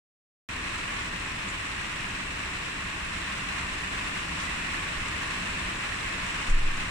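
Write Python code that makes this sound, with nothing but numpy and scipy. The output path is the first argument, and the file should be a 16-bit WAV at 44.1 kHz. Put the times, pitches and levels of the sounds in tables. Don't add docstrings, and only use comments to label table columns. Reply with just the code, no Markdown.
import sys
import numpy as np
from scipy import signal
from scipy.fft import rfft, irfft
from scipy.io import wavfile
from scipy.ndimage import uniform_filter1d

SR = 44100
rng = np.random.default_rng(int(sys.argv[2]) if len(sys.argv) > 2 else 0)


def to_wav(sig):
    pcm = np.clip(np.atleast_2d(sig), -1, 1) * 32767
    pcm = np.round(pcm).astype(np.int16)
    wavfile.write(sys.argv[1], SR, pcm.T)


N = 304290
TIME = np.arange(N) / SR
HZ = np.fft.rfftfreq(N, 1 / SR)
SPLIT = np.array([[.5], [-.5]])
# (frequency [Hz], left minus right [dB])
PORT_COLOUR = [(250, -0.8), (450, 1.8), (700, 2.9), (1100, 0.3), (1500, 1.1), (1900, -1.2), (2650, 0.7),
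               (3300, -1.2), (4250, -5.2), (4600, 0.2), (5600, 1), (6350, 2.9), (7200, 5.6), (7900, 6.9),
               (8300, 5.5), (9200, -2), (10500, 0)]


def gain_of(db):
    return 10 ** (np.asarray(db) / 20)


def unit_rms(x):
    return x / np.sqrt(np.mean(x ** 2) + 1e-20)


def curve_at(points, hz):
    f, value = np.transpose(points)
    return np.interp(np.log(hz + 1), np.log(f + 1), value)


def minimum_phase(x, db):
    log_gain = np.log(gain_of(db))
    mirrored = np.concatenate([log_gain, log_gain[..., -2:0:-1]], axis=-1)
    response = np.exp(np.conj(signal.hilbert(mirrored)))[..., :len(HZ)]
    return irfft(rfft(x) * response, N)


def wander(corner_hz):
    spectrum = rfft(rng.standard_normal(N)) * (HZ > 0)
    return unit_rms(irfft(spectrum / (1 + (HZ / corner_hz) ** 2), N))


def diffuse_field():
    # (frequency [Hz], coherence [-1 to 1])
    port_coherence = [(40, 1), (130, 1), (230, 0.95), (330, 0.68), (500, -0.12), (650, -0.18), (780, -0.66),
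                      (1020, 0.59), (1350, 0.11), (1850, 0.19), (2500, -0.42), (3050, 0.13), (3650, 0.17),
                      (4300, -0.19), (5500, 0.033)]
    left, unrelated = rfft(rng.standard_normal((2, N)))
    coherence = np.clip(curve_at(port_coherence, HZ), -1, 1)
    right = coherence * left + np.sqrt(1 - coherence ** 2) * unrelated
    return irfft(np.array([left, right]), N)


def reverberation(clicks, fade_s):
    retained = np.exp(-2 / (fade_s * SR))
    energy = signal.lfilter([1 - retained], [1, -retained], clicks ** 2)
    return np.sqrt(energy) * diffuse_field()


def rain_strength():
    # (time [s], level [dB])
    rain_levels = [(.9, -36.1), (1.5, -36.6), (2.8, -36.9), (3.5, -36), (3.72, -35.4), (4.12, -35.5),
                   (4.35, -35.1), (6.4, -35), (6.9, -34.5)]
    return gain_of(np.interp(TIME, *np.transpose(rain_levels)))


def impacts(per_s=4800, spread_db=3.0, side_db=0.2, left_share=.78, port_gap_s=24 / SR):
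    draws = rng.random((N, 4))
    at = np.flatnonzero(draws[:, 0] < per_s / SR)
    size, angle, which = draws[at, 1:].T
    amplitude = gain_of(spread_db * np.minimum(-np.log(1 - size), 4))
    side = np.cos(angle * np.pi / 2) * np.where(which < left_share, -1, 1)
    out = np.zeros((2, N))
    for port, facing in enumerate((-side, side)):
        lag = np.round(np.maximum(-facing, 0) * port_gap_s * SR).astype(int)
        out[port] = np.bincount(at + lag, amplitude * gain_of(side_db * facing), N)[:N]
    return out


def patter(strength, rattle_db=1, echo_db=-4, far_db=-5, flurry_db=0.47, level_db=2.5):
    # (frequency [Hz], gain [dB])
    sheet_response = [(120, -32.5), (520, -13.5), (650, -9.5), (740, -11.3), (790, -8.5), (930, -7),
                      (1020, -4), (1140, -3), (1290, -5), (1420, -3.1), (1530, -4), (1660, -1.95),
                      (1880, -3.5), (2080, -2), (2270, -3.5), (2400, -1.5), (2500, -2.4), (2600, -0.8),
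                      (2690, -3.1), (2790, -3), (3030, -7.5), (3280, -10.8), (3530, -10.5), (3820, -13),
                      (4220, -13.4), (4550, -18), (5200, -17.5), (5850, -17.5), (6350, -22), (7200, -18),
                      (7900, -17.5), (8250, -20), (9300, -21.8), (10100, -31.5), (11000, -36.5),
                      (15000, -41)]
    cracks = impacts()
    rattle = gain_of(rattle_db) * reverberation(cracks, fade_s=0.014)
    echo = gain_of(echo_db) * reverberation(cracks, fade_s=0.1)
    overhead = unit_rms(cracks - cracks.mean(1, keepdims=True) + rattle + echo)
    far_roof = gain_of(far_db) * diffuse_field()
    colour_db = curve_at(sheet_response, HZ) + SPLIT * curve_at(PORT_COLOUR, HZ)
    rain = minimum_phase(overhead + far_roof, colour_db)
    return unit_rms(rain) * strength * gain_of(level_db + flurry_db * wander(corner_hz=27))


def rib_taps(strength, per_s=380, spread_db=0.8, detune=0.0348, ring_s=0.01, level_db=-8):
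    # (frequency [Hz], level [dB])
    rib_modes = [(1100, -10.5), (1850, -5.5), (2600, -9)]
    t = np.arange(SR // 20) / SR
    out = np.zeros((2, N))
    chance, size, mode = rng.random(N), rng.exponential(1, N), rng.integers(0, len(rib_modes), N)
    mistuning, side = rng.standard_normal((2, N))
    for at in np.flatnonzero(chance < per_s / SR):
        hz, db = rib_modes[mode[at]]
        port_turns = 0.25 * side[at] * SPLIT
        turns = hz * (1 + detune * mistuning[at]) * t + port_turns
        ring = np.sin(2 * np.pi * turns) * np.exp(-t / ring_s) * (1 - np.exp(-t * hz))
        out[:, at:at + len(t)] += gain_of(db + spread_db * min(size[at], 3)) * ring[:, :N - at]
    return unit_rms(out) * strength * gain_of(level_db)


def drumming(strength, level_db=-4.5, lag_s=0.0002):
    # (frequency [Hz], gain [dB])
    flex_response = [(9.3, -17), (22, 1.0), (75, -0.5), (105, -3.5), (155, -6), (183, -2), (228, -8.5),
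                     (270, -6.3), (380, -11), (520, -17.5), (750, -23.5), (2000, -60)]
    delay = np.exp(-2j * np.pi * HZ * np.array([[0], [lag_s]]))
    rumble = irfft(rfft(diffuse_field()) * delay * gain_of(curve_at(flex_response, HZ)), N)
    return unit_rms(rumble) * strength * gain_of(level_db)


def splashes(rise_s=0.0011, top_hz=9500, port_share=0.96, small_per_s=11):
    # (time [s], level [dB],
    # decay time [s], band centre [Hz], half-width [share of centre], left minus right [dB])
    distinct_drops = [(.779, -40, .009, 7000, .4, -1), (1.485, -35, .006, 7350, .09, 1),
                      (1.498, -41.5, .014, 7700, 0.19, 1), (3.18, -44, .012, 7800, .2, -5),
                      (4.083, -39.5, .005, 8300, 0.29, -5), (4.267, -43, .006, 5400, .2, -5),
                      (4.398, -36.5, .011, 4800, .4, -3), (4.41, -45, .03, 8200, .3, -3),
                      (4.62, -43, .008, 6200, .3, -5), (4.735, -40, .006, 7800, .2, 0),
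                      (4.808, -41, .003, 8200, .15, 0), (5.081, -39, .007, 7600, .2, 4),
                      (5.402, -44, .015, 7600, .1, -1), (5.446, -36, .0006, 12500, .3, 0),
                      (6.264, -43, .005, 7800, .25, 4), (6.418, -46, .016, 5400, .25, 1),
                      (6.465, -45, .022, 9000, .45, 0), (6.496, -41, 0.022, 7200, .3, 0),
                      (6.769, -36, .005, 6700, .3, 0)]
    out = np.zeros((2, N))
    t = np.arange(SR // 10) / SR
    hz = np.fft.rfftfreq(len(t), 1 / SR)
    chance = rng.random(N)
    size, side = rng.standard_normal((2, N))
    small_drops = [(TIME[at], -44.5 + 2 * size[at], 0.0031, 7400, 0.27, 5 * side[at])
                   for at in np.flatnonzero(chance < small_per_s / SR)]
    hiss = rng.standard_normal((2, N + len(t)))
    mic_rolloff = 1 / np.sqrt(1 + (hz / top_hz) ** 10)
    for start_s, db, fade_s, centre_hz, width, side_db in distinct_drops + small_drops:
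        at = round(start_s * SR)
        band = unit_rms(1 / (1 + ((hz / centre_hz - 1) / width) ** 4))
        balance = gain_of(SPLIT * (side_db + port_share * curve_at(PORT_COLOUR, hz)))
        pulse = hiss[:, at:at + len(t)] * np.exp(-t / fade_s) * (1 - np.exp(-t / rise_s))
        drop = irfft(rfft(pulse) * band * mic_rolloff * balance, len(t))
        out[:, at:at + len(t)] += gain_of(db) * drop[:, :N - at]
    return out


def thuds(fade_s=0.012, rise_s=0.0028, boom_hz=185, boom_db=-16, boom_s=0.033):
    # (time [s], level [dB], frequency [Hz])
    drips = [(3.15, -24.5, 65), (4.317, -27, 65), (4.526, -32, 55), (5.068, -31, 74), (5.662, -31, 60)]
    out = np.zeros(N)
    for start_s, db, hz in drips:
        t = np.maximum(TIME - start_s, 0)
        push = np.sin(2 * np.pi * hz * t) * np.exp(-t / fade_s)
        boom = gain_of(boom_db) * np.sin(2 * np.pi * boom_hz * t) * np.exp(-t / boom_s)
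        out += gain_of(db) * (1 - np.exp(-t / rise_s)) * (push + boom)
    return out


def bumps(rub_db=-24, rub_hz=75, knock_db=-27, knock_hz=100, overtone_db=-21):
    # (time [s], level [dB], sway frequency [Hz], swell time [s])
    jolts = [(4.972, -31, 24, 0.019), (6.481, -11.5, 18.5, 0.054), (6.6, -15, 15.9, 0.053),
             (6.738, -28.5, 16, 0.042)]
    out = np.zeros(N)
    rub = unit_rms(irfft(rfft(rng.standard_normal(N)) / (1 + (HZ / rub_hz) ** 4), N))
    for start_s, db, sway_hz, swell_s in jolts:
        t = np.maximum(TIME - start_s, 0)
        swell = (t / swell_s * np.exp(1 - t / swell_s)) ** 2
        knock = gain_of(knock_db) * np.sqrt(swell) * np.sin(2 * np.pi * knock_hz * t)
        phase = 2 * np.pi * sway_hz * t
        sway = np.sin(phase) - gain_of(overtone_db) * np.cos(2 * phase)
        out += gain_of(db) * (swell * (sway + gain_of(rub_db) * rub) + knock)
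    return out


def scene():
    strength = rain_strength()
    return patter(strength) + rib_taps(strength) + drumming(strength) + splashes() + thuds() + bumps()


def record(dry, threshold_db=-24, squeeze=0.27, recover_db_per_s=26, open_s=0.4885, edge_hz=15100):
    power = uniform_filter1d((dry ** 2).mean(0), size=600)
    power_db = 10 * np.log10(abs(power) + 1e-12)
    recovery_db = TIME * recover_db_per_s
    held_db = np.maximum.accumulate(power_db + recovery_db) - recovery_db
    over_db = np.maximum(held_db - threshold_db, 0)
    duck_db = squeeze * uniform_filter1d(over_db, size=1400)
    opening = (TIME > open_s) * gain_of(-2 * np.clip(1 - ((TIME - open_s) / 0.18) ** 2, 0, 1))
    ducked = opening * dry / gain_of(duck_db)
    low_pass = signal.firwin(511, edge_hz, window=("kaiser", 9), fs=SR)
    return signal.oaconvolve(ducked, low_pass[None], "same")


dry = scene()
out = record(dry)
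to_wav(out)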